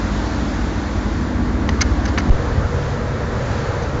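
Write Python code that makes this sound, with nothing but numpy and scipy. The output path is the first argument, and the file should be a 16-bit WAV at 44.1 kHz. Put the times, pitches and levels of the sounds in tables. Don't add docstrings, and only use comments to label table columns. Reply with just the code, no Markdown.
import sys
import numpy as np
from scipy import signal
from scipy.fft import rfft, irfft, next_fast_len
from scipy.io import wavfile
from scipy.ndimage import uniform_filter1d, map_coordinates

SR = 44100
rng = np.random.default_rng(int(sys.argv[2]) if len(sys.argv) > 2 else 0)


def store_pcm(level_fs):
    pcm = np.round(np.clip(level_fs, -1, 1) * 32767).astype(np.int16)
    wavfile.write(sys.argv[1], SR, np.atleast_2d(pcm).T)


N = 176400

# t/s, level/dB
EXHAUST_LEVEL = [(0, -27.5), (.6, -26.5), (1.2, -25), (1.5, -23.5), (1.9, -18.7), (2.28, -21.5), (2.4, -26),
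                 (2.62, -18.5), (2.85, -30), (3.2, -31.5), (4, -28.5)]


def exhaust(firing_hz, beat_s, pipe, soft_hz, hard_hz):
    jitter_s, scatter_db, accent_db = 0.0002, -0.45, 2
    beats = np.arange(-40, 60)
    chance = rng.standard_normal((len(beats), 2))
    starts = np.round((beat_s + beats / firing_hz + jitter_s * chance[:, 0]) * SR).astype(int)
    strength = amp(scatter_db * chance[:, 1] + accent_db * (beats % 3 == 0))
    heard = (starts >= 0) & (starts < N)
    puffs = np.bincount(starts[heard], strength[heard], N)
    soft = unit(filtered(puffs, lambda f: ringing(pipe)(f) * muffle(f, soft_hz)))
    hard = unit(filtered(puffs, lambda f: ringing(pipe)(f) * muffle(f, hard_hz)))
    loudness = level(EXHAUST_LEVEL)
    hardness = np.interp(loudness, amp([-25.5, -26]), [0, 1])
    return loudness * (soft + hardness * (hard - soft))


def side_deck():
    # f/Hz, width/Hz, relative level/dB
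    pipe = [(51.3, 16, -3.5), (65, 24, 2), (79.3, 23, -1.5)]
    # cycles per turn of the shaft, level/dB
    shaft_hum = [(8, -34.5), (12, -38.5), (13, -43.5), (16, -45), (18, -40.5), (19, -34.5), (20, -34),
                 (23, -33), (24, -39), (25, -37.5), (27, -39), (28, -47)]
    # f/Hz, level/dB
    pump_tones = [(50.5, -27.5), (91.1, -31.5), (112.4, -42.5), (155, -43.5), (203.6, -32), (220, -37),
                  (405, -44.5), (1140, -47.5)]
    # f/Hz, relative level/dB
    rumble_shape = [(12, -22.5), (25, -10), (45, 1.5), (100, -3.5), (135, -3), (175, -4), (215, 1),
                    (265, -6.5), (320, -2.5), (380, -9.5), (480, -11), (800, -28.5), (2000, -69)]
    shaft_hz = 12.61
    hum = tones([(cycles * shaft_hz, db) for cycles, db in shaft_hum], drift=0.2, flutter_db=2.5)
    pumps = tones(pump_tones, drift=0.097, flutter_db=2.0)
    rumble = amp(-27.5) * rush(rumble_shape, patchy_db=2.5)
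    swell = unit(level(EXHAUST_LEVEL) ** 0.27)
    throb = exhaust(firing_hz=16.08, beat_s=1.9, pipe=pipe, soft_hz=69.5, hard_hz=160)
    return throb + swell * (hum + pumps + rumble)


def bow():
    # f/Hz, width/Hz, relative level/dB
    pipe = [(51.7, 17, -3.5), (69.5, 25, 0.5), (118, 28, -11)]
    # f/Hz, level/dB
    gear_tones = [(92.8, -32.5), (103.5, -34.5), (132.2, -34.5), (138.1, -35.5), (227, -38.5), (386, -42.5),
                  (476.3, -37), (491, -43), (861, -49.5), (985, -49), (1168, -51), (1335, -46.5)]
    # f/Hz, relative level/dB
    rumble_shape = [(12, -8), (25, -7.5), (45, 1.5), (90, 4.5), (125, 3.5), (170, -3.5), (230, -4),
                    (300, -6), (360, -11), (440, -7.5), (500, -5.5), (600, -9), (800, -35.5), (2000, -58.5)]
    gears = tones(gear_tones, drift=0.3, flutter_db=0.5)
    throb = exhaust(firing_hz=16.28, beat_s=2.578, pipe=pipe, soft_hz=160, hard_hz=200)
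    rumble = amp(-22.5) * rush(rumble_shape, patchy_db=0.84)
    return throb + gears + rumble


def clacks():
    # t/s, scrape
    # length/s, level/dB, treble/dB, spot's pitch/Hz, treble limit/Hz
    knocks = [(1.6905, 0.001, -12.5, -9, 1980, 5350), (1.808, 0.002, -16, -8, 2000, 6000),
              (1.812, 0.0082, -17, 2, 1430, 7300), (1.823, 0.0026, -19, -12, 760, 4000),
              (2.053, 0.01, -29.5, -3, 1740, 6600), (2.077, 0.0135, -36, -2, 1720, 6000),
              (2.176, 0.0036, -17, -13, 1840, 4000), (2.182, 0.0058, -19, -8, 1350, 6230),
              (2.192, 0.0148, -33.5, -6.5, 1760, 6500), (2.309, 0.00084, -25, -13, 1300, 4030),
              (3.82, 0.02, -47.5, 5, 1750, 6940)]
    # f/Hz, width/Hz, relative level/dB
    case_low = [(950, 680, -10.5), (1480, 260, -6), (1760, 160, -2), (2120, 150, 1.5), (3010, 190, -9.5)]
    case_high = [(4160, 1070, -4), (4850, 210, 6.5), (5620, 240, 3.5), (5950, 160, 4.5), (6170, 190, 11),
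                 (6600, 180, 2)]
    scrape_fade_s, tail_fade_s = 0.018, 0.076
    tail_db, spot_db, crack_db, spot_width_hz = -27, -5.5, -13, 100
    t = clock()
    out = np.zeros(N)
    for start, length, db, treble_db, spot_hz, top_hz in knocks:
        after = np.maximum(t - start - length, 0)
        stroke = (t >= start) * (amp(-60 * after / scrape_fade_s) + amp(tail_db - 60 * after / tail_fade_s))
        grit = stroke * rng.standard_normal(N)
        spot = unit(filtered(grit, ringing([(spot_hz, spot_width_hz, 0)])))
        case = unit(filtered(stroke * rng.standard_normal(N), ringing(case_low)))
        low = unit(case + amp(spot_db) * spot)
        high = unit(filtered(grit, lambda f: ringing(case_high)(f) * muffle(f, top_hz)))
        crack = unit(filtered(grit, lambda f: muffle(f, top_hz)))
        gain = amp(db) * np.sqrt(length * SR / N)
        out += gain * (low + amp(treble_db) * high + amp(crack_db) * crack)
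    return out


def thump():
    start_s, start_hz, start_db = 2.3017, 135, 1
    sag_s, fade_s = 0.0036, 0.18
    t = np.maximum(clock() - start_s, 0)
    swing = -np.sin(2 * np.pi * start_hz * sag_s * np.log1p(t / sag_s))
    return amp(start_db - 60 * t / fade_s) * swing


def water():
    # f/Hz, relative level/dB
    wake_shape = [(100, -19.5), (350, -2.5), (560, 2.5), (750, 0), (950, 0.5), (1100, -1.5), (1350, -2),
                  (1550, -3), (1800, -5), (2150, -10.5), (2600, -18), (4000, -35.5), (8000, -62.5)]
    fizz_shape = [(500, -22.5), (1800, 2), (2800, 0), (3600, 1.5), (4500, 0.5), (5300, -2.5), (6200, -2.5),
                  (7000, -4), (7500, -9.5), (7800, -33.5)]
    # t/s, level/dB
    wake_level = [(0, -29), (.7, -30), (1.5, -31), (1.9, -29), (2.28, -29), (2.4, -28.5), (3.15, -30),
                  (3.65, -27.5), (4, -29.5)]
    fizz_level = [(0, -38.5), (.25, -37.5), (.7, -39.5), (1.2, -41), (1.35, -43), (1.6, -43.5), (1.8, -41),
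                  (2.4, -41), (2.65, -42), (2.88, -39.5), (3, -42.5), (3.3, -42), (3.52, -38.5), (4, -42)]
    wake = level(wake_level) * rush(wake_shape, patchy_db=1.05)
    fizz = level(fizz_level) * rush(fizz_shape, patchy_db=0.76)
    return wake + fizz


def tones(rows, drift, flutter_db):
    out = np.zeros(N)
    for hz, db in rows:
        phase = 2 * np.pi * (hz * clock() + rng.random()) + drift * wobble(4.5)
        out += amp(db) * unit(amp(flutter_db * wobble(7)) * np.sin(phase))
    return out


def rush(shape, patchy_db):
    grid = signal.stft(rng.standard_normal(N), nperseg=512)[2]
    patches = uniform_filter1d(rng.standard_normal(grid.shape), size=4, axis=0)
    patches = uniform_filter1d(patches, size=10, axis=1)
    noise = signal.istft(grid * amp(patchy_db * unit(patches)), nperseg=512)[1][:N]
    hz, db = np.transpose(shape)
    return unit(filtered(noise, lambda f: amp(np.interp(np.log(f + 1), np.log(hz), db))))


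def ringing(notes):
    return lambda f: sum((-1) ** k * amp(db) * 1j * f * width / (hz * hz - f * f + 1j * f * width)
                         for k, (hz, width, db) in enumerate(notes))


def muffle(f, corner_hz):
    return 1 / (1 + (f / corner_hz) ** 8)


def filtered(x, curve):
    size = next_fast_len(N + SR // 2)
    return irfft(rfft(x, size) * curve(np.fft.rfftfreq(size, 1 / SR)), size)[:N]


def wobble(rate):
    return map_coordinates(rng.standard_normal(1024), [clock() * rate], mode="wrap")


def level(rows):
    return amp(np.interp(clock(), *np.transpose(rows)))


def amp(db):
    return 10 ** (np.asarray(db) / 20)


def unit(x):
    return x / np.sqrt(np.mean(x ** 2) + 1e-20)


def clock():
    return np.arange(N) / SR


def scene():
    cut_s, dip_s, dip_db = 2.297, 0.012, -17
    t = clock()
    dip = np.where((t > cut_s) & (t < cut_s + dip_s), amp(dip_db), 1)
    boat = np.where(t < cut_s, side_deck(), bow()) + water()
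    return (uniform_filter1d(dip, size=64) * boat + clacks() + thump())[None]


def record(dry):
    ceiling, top_hz = 0.72, 7800
    rounded = dry[0] / (1 + (dry[0] / ceiling) ** 8) ** (1 / 8)
    return filtered(rounded, lambda f: np.clip((top_hz - f) / 200, 0, 1))[None]


dry = scene()
out = record(dry)
store_pcm(out)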